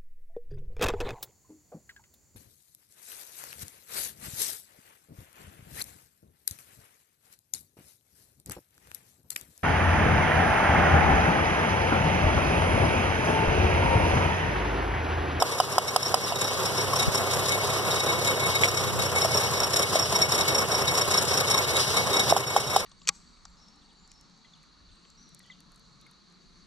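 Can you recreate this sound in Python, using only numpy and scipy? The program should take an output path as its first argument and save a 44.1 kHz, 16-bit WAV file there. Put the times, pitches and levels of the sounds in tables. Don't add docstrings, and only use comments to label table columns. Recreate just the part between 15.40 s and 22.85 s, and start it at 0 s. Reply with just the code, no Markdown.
import sys
import numpy as np
from scipy import signal
from scipy.fft import rfft, irfft, next_fast_len
from scipy.io import wavfile
from scipy.ndimage import uniform_filter1d, map_coordinates

SR = 44100
rng = np.random.default_rng(int(sys.argv[2]) if len(sys.argv) > 2 else 0)


def unload_audio(sound):
    columns = np.transpose(np.atleast_2d(sound))
    steps = np.round(np.clip(columns, -1, 1) * 32767)
    wavfile.write(sys.argv[1], SR, steps.astype(np.int16))


N = 328545
CYLINDERS = 6
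TICK_RISE = .72

# time in seconds, share from 0 to 1.
MISFIRE = [(0, 0), (3.2, 0), (3.9, 1), (7.45, 1)]


def amp(db):
    return 10 ** (np.asarray(db) / 20)


def unit(x):
    return x / np.sqrt(np.mean(x ** 2) + 1e-20)


def along(points, hz):
    f, v = np.transpose(points)
    return np.interp(np.log(hz + 1), np.log(f + 1), v)


def curves(rows):
    s, *cols = np.transpose(rows)
    return [np.interp(np.arange(N) / SR, s, c) for c in cols]


def wobble(rate):
    points = rng.standard_normal(int(N * rate / SR) + 4)
    return map_coordinates(points, [np.arange(N) * rate / SR])


def filtered(x, response):
    m = next_fast_len(N + SR // 2)
    return irfft(rfft(x, m) * response(np.fft.rfftfreq(m, 1 / SR)), m)[..., :N]


def coloured(x, spectrum):
    return filtered(x, lambda hz: amp(along(spectrum, hz)))


def resonances(modes):
    def response(f):
        total = 0
        for k, (centre, width, db) in enumerate(modes):
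            ring = 1j * f * width / (centre * centre - f * f + 1j * f * width)
            total = total + (-1) ** k * amp(db) * ring
        return total
    return response


def pair():
    # frequency in Hz, likeness at the two microphones from 0 to 1.
    likeness = [(60, 0.99), (180, 0.97), (400, 0.99), (600, 0.73), (1500, .02), (2200, 0.34), (3000, 0.062),
                (5500, 0.062), (6700, 0.17), (14000, 0.14)]

    def split(hz):
        angle = np.arccos(np.clip(along(likeness, hz), -1, 1)) / 2
        return np.array([np.cos(angle), np.sin(angle)])

    mid, side = filtered(rng.standard_normal((2, N)), split)
    return np.array([mid + side, mid - side])


def bursts(times, db, width, rise=1):
    power = np.bincount(np.round(times * SR).astype(int), amp(db) ** 2, N)[:N]
    t = np.arange(-2000, 2001) / SR
    shape = np.exp(-(t / np.where(t < 0, rise * width, width)) ** 2)
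    return np.sqrt(np.abs(signal.fftconvolve(power, shape, "same")))


def turns(cycles, pattern):
    share = curves(MISFIRE)[0]
    place = [cycles % 1 * CYLINDERS]
    early, late = (map_coordinates(np.array(p, float), place, mode="grid-wrap") for p in pattern)
    return (1 - share) * early + share * late


def firings(cycles):
    number = np.arange(2, int(cycles[-1] * CYLINDERS))
    return number, np.interp(number / CYLINDERS, cycles, np.arange(N) / SR)


def hiss(level_db):
    # frequency in Hz, relative level in dB.
    tone = [(500, -49), (1500, 1.5), (2300, -4.5), (3000, 4), (5500, 9), (7000, -2.5), (10000, -4),
            (12500, -7.5), (14500, -73)]
    noise = pair() * amp(3.07 * wobble(30))
    return amp(level_db + 7) * unit(coloured(noise, tone))


def puffs():
    # time in seconds, relative level in dB, width of the burst in seconds.
    gusts = [(1.68, -21, 0.0097), (3.47, -34, 0.025), (3.538, -29, 0.014), (3.595, -28, 0.018)]
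    # frequency in Hz, relative level in dB.
    tone = [(15, -24), (45, -2), (90, 1), (150, 2), (240, -6), (500, -59)]
    swell = sum(bursts(np.array([s]), [db], width) for s, db, width in gusts)
    return swell * unit(coloured(rng.standard_normal(N), tone)) * np.array([[1], [0]])


def connector():
    # time in seconds, relative level in dB.
    clicks = [(3.2349, -7.5), (3.2425, -12), (3.2496, -24), (3.2565, -23)]
    rattle_hz = [2190, 4560]
    out, t = np.zeros(N + SR), np.arange(SR // 10) / SR
    b, a = signal.butter(1, rattle_hz, 'bandpass', fs=SR)
    for s, db in clicks:
        ring = np.sin(2 * np.pi * 2200 * t) * amp(-60 * t / 0.011) * (1 - np.exp(-t / 0.00047)) ** 2
        rattle = signal.lfilter(b, a, rng.standard_normal(len(t)))
        rattle = rattle * amp(-12 - 60 * t / 0.097) * (1 - np.exp(-t / 0.0014))
        out[round(s * SR):][:len(t)] += amp(db + 14) * (ring + rattle)
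    return out[:N] * np.array([[-.4], [.6]])


def knocks():
    # time in seconds, relative level in dB.
    blows = [(1.536, -24), (4.529, -30), (4.759, -29), (5.348, -38), (5.581, -27), (5.78, -34),
             (6.147, -22.5), (6.57, -27), (6.74, -31), (6.903, -31), (7.336, -28)]
    # frequency in Hz, relative level in dB.
    tone = [(300, -19), (520, 7), (800, -5), (1080, 12.5), (1700, -12.5)]
    s, db = np.transpose(blows)
    return bursts(s, db, 0.0058, TICK_RISE) * unit(coloured(pair(), tone))


def block(cycles):
    # time in seconds, relative level in dB.
    drone = [(0.0, -29.5), (0.14, -34), (0.79, -33.5), (1.2, -30), (2.0, -29.5), (2.86, -29), (3.5, -31.5),
             (3.84, -29.5), (4.62, -32), (5.04, -29.5), (6.37, -31), (6.81, -29), (7.14, -34),
             (7.45, -32.5)]
    # frequency in Hz, relative level in dB.
    tone = [(20, -0.5), (45, -5), (70, 3.5), (150, 2.5), (280, -7), (340, -5.5), (400, 2), (435, -3),
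            (478, 0.5), (530, -2), (700, -5.5), (900, -8), (1050, -4.5), (1300, -8), (1500, -11.5),
            (2400, -16), (5000, -26)]
    lump = [
        [-.6, 0.47, -2.5, -1.6, -1.8, 0.37],
        [1.5, 0.96, -2.5, -1.9, 0.72, 0.6],
    ]
    beat_db = 1.1 * np.cos(2 * np.pi * (CYLINDERS * cycles - .1)) + turns(cycles, lump)
    noise = pair() * amp(beat_db + 1.2 * wobble(60))
    return amp(curves(drone)[0] + 3.5) * unit(coloured(noise, tone))


def coil():
    # time in seconds, relative level in dB, relative level of the crack in dB,
    # factor on the pitch of the well, extra level of its hollow note in dB.
    sparks = [(0.0221, -1, -14, 1, 0), (0.2008, 0, -15, 1, 0), (0.3813, 0, -13, 1, 0),
              (0.5611, -2, -9, 1, 0), (0.7417, -1.5, -10, 1, 0), (0.922, -13, -14, .93, 4),
              (6.9643, -3, -13, 1.04, 3.5), (7.1634, -1, -16, 1.07, 4), (7.3627, -1, -11, 1.05, 4)]
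    # Hz before the pitch factor, relative level in dB,
    # time to fall by 60 dB in seconds.
    well = [(750, 5, 0.025), (900, 15, 0.0082), (1020, -0.5, 0.022), (1234, -3.5, 0.027), (3070, -5, 0.016),
            (5115, 6, 0.015), (6300, -10, 0.011), (10300, -17, 0.017), (620, -17, 0.12)]
    # time in seconds, relative level in dB, note in Hz,
    # time to fall by 60 dB in seconds.
    pops = [(3.848, -7.5, 640, 0.036), (4.555, -8, 628, 0.039), (6.9239, 5.5, 667, 0.018)]
    out, t = np.zeros((2, N + SR)), np.arange(SR // 6) / SR
    hz = np.transpose(well)[0]
    b, a = signal.butter(1, [1800, 10800], 'bandpass', fs=SR)

    for s, db, crack_db, pitch, hollow_db in sparks:
        hollow = (hz < 800) - 2. * ((hz > 950) & (hz < 2000))
        extra_db = (crack_db + 13) * (hz > 2000) + hollow_db * hollow
        extra_db = extra_db + .8 * rng.standard_normal(len(well))
        ring = 0
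        for (mode, level, t60), more in zip(well, extra_db):
            ring = ring + amp(level + more - 60 * t / t60) * np.sin(2 * np.pi * pitch * mode * t)
        ring = ring * (1 - np.exp(-t / 0.00071)) ** 2
        crack = signal.lfilter(b, a, rng.standard_normal((2, len(t))))
        crack = crack * amp(crack_db + 20.5 - 60 * t / 0.019) * (1 - np.exp(-t / 0.0017)) ** 2
        out[:, round(s * SR):][:, :len(t)] += amp(db - 11.5) * (ring + crack)

    for s, db, note_hz, t60 in pops:
        swing = 2 * np.pi * note_hz * t
        note = amp(-60 * t / t60) * (1 + 0.12 * np.cos(swing)) * np.sin(swing)
        out[:, round(s * SR):][:, :len(t)] += amp(db - 4) * note * (1 - np.exp(-t / 0.00046)) ** 2
    return out[:, :N] * amp([[-1.5], [1.5]])


def cycle_click(cycles):
    # frequency in Hz, width in Hz, relative level in dB.
    ring = [(2910, 190, 0)]
    number, s = firings(cycles)
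    s = s[number % CYLINDERS == 2]
    level_db = -20.5 + 1.7 * rng.standard_normal(len(s))
    return filtered(pair() * bursts(s, level_db, 0.0079), resonances(ring))


def thumps(cycles):
    # frequency in Hz, width in Hz, relative level in dB.
    pipe = [(127.8, 30, 0)]
    strength_db = [14, 31, 12, 35.3, 10, 23]
    number, s = firings(cycles)
    at = np.round((s - 0.00794) * SR).astype(int)
    size_db = np.array(strength_db)[number % CYLINDERS] + 0.44 * rng.standard_normal(len(s))
    size = amp(size_db) * curves(MISFIRE)[0][at]
    return filtered(np.bincount(at, size, N), lambda hz: resonances(pipe)(hz) ** 2)


def exhaust(cycles, db):
    # multiple of the firing rate, relative level in dB.
    orders = [(2, -14), (3, 1.5), (4, -0.5), (5, -14), (7, -23.5)]
    low_throb = [
        [.5, 2, 0, -3, -.5, .3],
        [-3.5, 2.5, -.5, -4, 3, -2],
    ]
    high_throb = [
        [.5, -2, -5, -1.5, 1.5, 2],
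        [-8, -6, -8, -6, -6, -6],
    ]
    surge = [
        [0, 0.13, 0.25, 0.02, -0.03, -0.14],
        [0, 0.11, 0.42, -0.091, -0.24, -0.062],
    ]
    firing = 2 * np.pi * CYLINDERS * cycles + turns(cycles, surge)
    note = 0
    for order, level in orders:
        throb = turns(cycles, low_throb if order < 4 else high_throb)
        loudness = amp(level + throb + 0.32 * wobble(6.8))
        note = note + loudness * np.sin(int(order) * firing + 1.33 * wobble(4.3))
    return amp(db) * unit(note)


def ticks(cycles):
    # time in seconds, then relative levels in dB of high ring, low ring, clatter.
    ordinary = [(0.28, -62, -64, -44), (0.78, -36, -48, -41), (1.4, -33, -47, -38.5),
                (2.2, -37, -42, -36.5), (2.95, -32, -36, -36.5), (3.65, -34, -49, -36.5),
                (4.4, -28, -46, -32), (5.2, -28, -55, -35.5), (5.95, -35, -36, -29.5),
                (6.6, -25.5, -37.5, -36), (7.18, -35, -43, -39)]
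    # lag in firings, then extra dB of high ring, low ring and clatter.
    by_cylinder = [(0.02, 3, 3, 3), (0, 2, 1, 1), (0.03, -5, -3, -5), (0.03, -1, -3, -2), (0.08, 1, 0, 0),
                   (0.04, 1, 3, 1)]
    # time in seconds, then relative levels in dB as for ordinary ticks.
    placed_ticks = [(0.003, -22, -40, -39), (0.12, -26, -42, -36), (0.185, -24, -43, -35),
                    (0.324, -25, -50, -36), (0.479, -18, -37, -34), (0.629, -21, -40, -37),
                    (0.661, -16, -52, -39), (0.84, -18, -49, -44), (0.96, -27, -38, -37),
                    (1.015, -23, -34, -30), (1.047, -19.5, -37, -35), (1.08, -21, -38, -36),
                    (1.258, -19.5, -42, -33), (1.38, -14, -37, -31), (1.412, -16, -48, -36),
                    (1.535, -22, -41, -41), (1.562, -17.5, -44, -29.5), (1.598, -19, -31, -29.5),
                    (1.626, -23, -32, -29), (1.75, -15.5, -41, -30), (1.778, -21, -35, -31.5),
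                    (1.913, -22, -31, -31.5), (1.939, -24, -45, -30), (1.993, -32, -39, -31),
                    (2.06, -29, -37, -30), (2.089, -20.5, -32, -28.5), (2.122, -35, -33, -31),
                    (2.38, -23.5, -37, -44), (2.512, -25, -31, -32.5), (2.562, -25, -34, -35),
                    (2.601, -22, -35, -36), (2.635, -22, -43, -34), (2.693, -24, -30, -37),
                    (2.726, -21, -37, -36), (2.85, -15.5, -35, -28.5), (2.878, -26, -30, -30),
                    (3.038, -26, -30.5, -34), (3.066, -29, -36, -32), (3.1, -22, -38, -36),
                    (3.156, -22, -25, -30), (3.218, -20, -30, -28), (3.284, -22, -37, -31.5),
                    (3.375, -16.5, -34, -31), (3.479, -28, -37, -33.5), (3.598, -24, -36, -33),
                    (3.657, -19, -42, -35), (3.76, -23, -36, -30), (3.785, -19.5, -38, -30),
                    (3.815, -14, -32, -31), (3.846, -14, -47, -28), (3.915, -18, -41, -34),
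                    (3.946, -16, -35, -32), (3.975, -13, -35, -29), (4.007, -23, -36, -29),
                    (4.04, -20, -37, -33), (4.065, -17, -47, -37), (4.14, -21, -39, -36),
                    (4.175, -25, -38, -38), (4.203, -19, -42, -33), (4.237, -18, -38, -34),
                    (4.337, -17, -37, -29.5), (4.366, -13, -33, -22.5), (4.396, -17, -37, -30),
                    (4.426, -18, -31, -28), (4.496, -28, -36, -34), (4.558, -19, -30.5, -27),
                    (4.595, -12, -37, -29), (4.626, -14.5, -49, -35), (4.7, -30, -49, -38),
                    (4.758, -11.5, -31.5, -29), (4.822, -8, -29, -27), (4.853, -23, -43, -38),
                    (4.919, -17, -36, -29.5), (4.952, -18.5, -38, -28), (4.985, -15.5, -34, -27.5),
                    (5.012, -13, -31, -29), (5.086, -18, -29.5, -28), (5.122, -25, -41, -40),
                    (5.151, -15, -37, -30), (5.184, -10.5, -39, -29), (5.217, -20, -40, -33),
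                    (5.32, -16.5, -38, -33), (5.35, -12, -34, -33), (5.385, -25, -38, -36),
                    (5.415, -20, -39, -33), (5.482, -13, -27.5, -32.5), (5.518, -25, -43, -33),
                    (5.547, -15, -35, -29), (5.581, -16, -38, -25.5), (5.615, -17, -35, -31),
                    (5.714, -16, -36, -26.5), (5.743, -18, -29, -30), (5.78, -11, -31.5, -27),
                    (5.882, -16, -37, -31), (5.911, -17, -37, -34), (5.942, -13, -38, -30),
                    (5.977, -16, -38, -30.5), (6.006, -17, -33, -28.5), (6.078, -18, -31, -32),
                    (6.11, -10, -31, -25), (6.142, -16, -28, -34), (6.18, -17, -31, -25.5),
                    (6.22, -26, -42, -36), (6.367, -20, -27, -27), (6.401, -15, -36, -32),
                    (6.572, -14.5, -26, -28.5), (6.614, -38, -53, -47), (6.739, -18, -27.5, -29),
                    (6.767, -21, -32, -30), (6.799, -19, -28, -28.5), (6.899, -16, -29.5, -27),
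                    (6.975, -15, -38, -31), (7.005, -27, -41, -34), (7.075, -23, -40, -36),
                    (7.17, -18.5, -36, -30), (7.205, -25, -39, -32), (7.275, -25, -42, -37),
                    (7.305, -21, -40, -34), (7.343, -23, -35, -37), (7.368, -16.5, -34, -28),
                    (7.4, -19, -36, -32)]
    scatter_db = [3, 2.5, 2]
    shared, jitter_s = .6, .003

    number, s = firings(cycles)
    cylinder = number % CYLINDERS
    lag, *extra_db = np.transpose(by_cylinder)
    chance = rng.standard_normal((len(s), 5))
    mixed = shared * chance[:, :1] + np.sqrt(1 - shared ** 2) * chance[:, 1:4]
    mixed = np.minimum(mixed, 1)
    when, *ordinary_db = np.transpose(ordinary)
    db = [np.interp(s, when, a) + b[cylinder] for a, b in zip(ordinary_db, extra_db)]
    db = db + (mixed * scatter_db).T
    tick_s = s + lag[cylinder] * np.gradient(s) + jitter_s * chance[:, -1]
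    rows = np.vstack([tick_s, db]).T

    placed = np.array(placed_ticks)
    nearest = np.abs(s[:, None] - placed[:, 0]).argmin(axis=0)
    return np.vstack([np.delete(rows, nearest, axis=0), placed])


def valves(cycles):
    # frequency in Hz, width in Hz, relative level in dB.
    high_ring = [(5536, 57, 2.5), (5440, 120, 4.5), (5600, 110, 1.5), (5310, 240, -9.5)]
    low_ring = [(3787, 53, 0.5), (3706, 64, -2.5), (4000, 310, -15)]
    thin_ring = [(7230, 320, -1), (9480, 930, -2), (12070, 370, -5.5)]
    cover_ring = [(2200, 45, 0)]
    # frequency in Hz, relative level in dB.
    clatter_tone = [(600, -33), (1200, 4.5), (2300, 3), (3000, 3.5), (7000, 6), (10000, -25), (13200, -31),
                    (14500, -45)]

    s, high_db, low_db, clatter_db = ticks(cycles).T
    s = s + 0.00051
    grit = amp(2.65 * wobble(400))

    swell = bursts(s, high_db + 13.5, .0046, TICK_RISE) + bursts(s + .01, high_db + 3, .01) + amp(-24)
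    drift = 1.87 * wobble(55) + 0.87 * np.array([wobble(40), wobble(40)])
    clean = amp(-21.5) * np.sin(2 * np.pi * high_ring[0][0] * np.arange(N) / SR + drift)
    high = filtered(amp(-12.5) * pair() * grit * swell, resonances(high_ring)) + clean * swell

    low_swell = bursts(s, low_db + 22.5, 0.011, TICK_RISE) + amp(-47)
    low = filtered(pair() * grit * low_swell, resonances(low_ring))

    cover_noise = rng.standard_normal(N) * (bursts(s, low_db + 24, 0.015) + amp(-22.5))
    cover = filtered(cover_noise, lambda hz: amp(6.5) * resonances(cover_ring)(hz) ** 2)

    rattle = pair() * grit * (bursts(s, clatter_db + 0.5, 0.0093, TICK_RISE) + amp(-57.5))
    clatter = amp(-2) * coloured(rattle, clatter_tone)
    thin = amp(6.5) * filtered(rattle, resonances(thin_ring))
    return high + low + cover + clatter + thin


def scene():
    # time in seconds, cycles turned.
    crank = [(-0.03, 0), (0.509, 3), (1.108, 6.333), (1.658, 9.333), (2.21, 12.333), (2.94, 16.333),
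             (3.31, 18.333), (3.691, 20.333), (4.465, 24.333), (4.858, 26.333), (5.649, 30.333),
             (6.836, 36.333), (7.64, 40.333)]
    # time in seconds, relative level of the exhaust in dB, relative level of the hiss in dB.
    levels = [(0.0, -45.5, -46.5), (0.89, -48, -45), (1.41, -41.5, -42), (2.74, -41, -42.5),
              (3.46, -41.5, -45.5), (3.92, -38, -39.5), (4.15, -41.5, -43.5), (6.81, -44, -40),
              (6.91, -40, -35.5), (6.97, -48, -46.5), (7.45, -47, -43.5)]
    # frequency in Hz, left minus right in dB.
    balance = [(60, -3.5), (130, 0.5), (300, 5), (700, -4), (2000, 2), (5500, 2.5), (9500, 12.5),
               (14000, -0.5)]

    cycles = uniform_filter1d(curves(crank)[0], size=4001)
    exhaust_db, hiss_db = curves(levels)
    bay = hiss(hiss_db) + connector() + knocks() + block(cycles) + coil()
    bay = bay + cycle_click(cycles) + thumps(cycles) + exhaust(cycles, exhaust_db + 13.5) + valves(cycles)

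    def paths(hz):
        tilt_db = along(balance, hz) / 2
        return np.array([amp(tilt_db) * np.exp(-2j * np.pi * hz * .00007), amp(-tilt_db)])

    return filtered(bay, paths) + puffs()


def record(dry):
    # frequency in Hz, share of each microphone fed to the other side.
    cross = [(1000, .9), (2300, .95), (3500, .94), (5500, .72), (14000, .6)]
    # frequency in Hz, level in dB.
    edge = [(14200, 0), (14400, -24), (15000, -52), (15500, -66), (15800, -120)]
    duck_above, duck_depth, duck_s = 0.48, 0.036, 0.13
    full_scale = .92

    late = filtered(dry[::-1], lambda hz: along(cross, hz) * np.exp(-2j * np.pi * hz * .000446))
    wide = amp(-2.5) * (dry - late)
    over = np.maximum(np.abs(wide).max(axis=0) - duck_above, 0)
    pull = signal.lfilter([1], [1, -np.exp(-1 / (duck_s * SR))], over)
    wide = wide / (1 + duck_depth * pull)
    rounded = wide / (1 + np.abs(wide / full_scale) ** 5) ** (1 / 5)
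    return filtered(rounded, lambda hz: amp(along(edge, hz)))


dry = scene()
out = record(dry)
unload_audio(out)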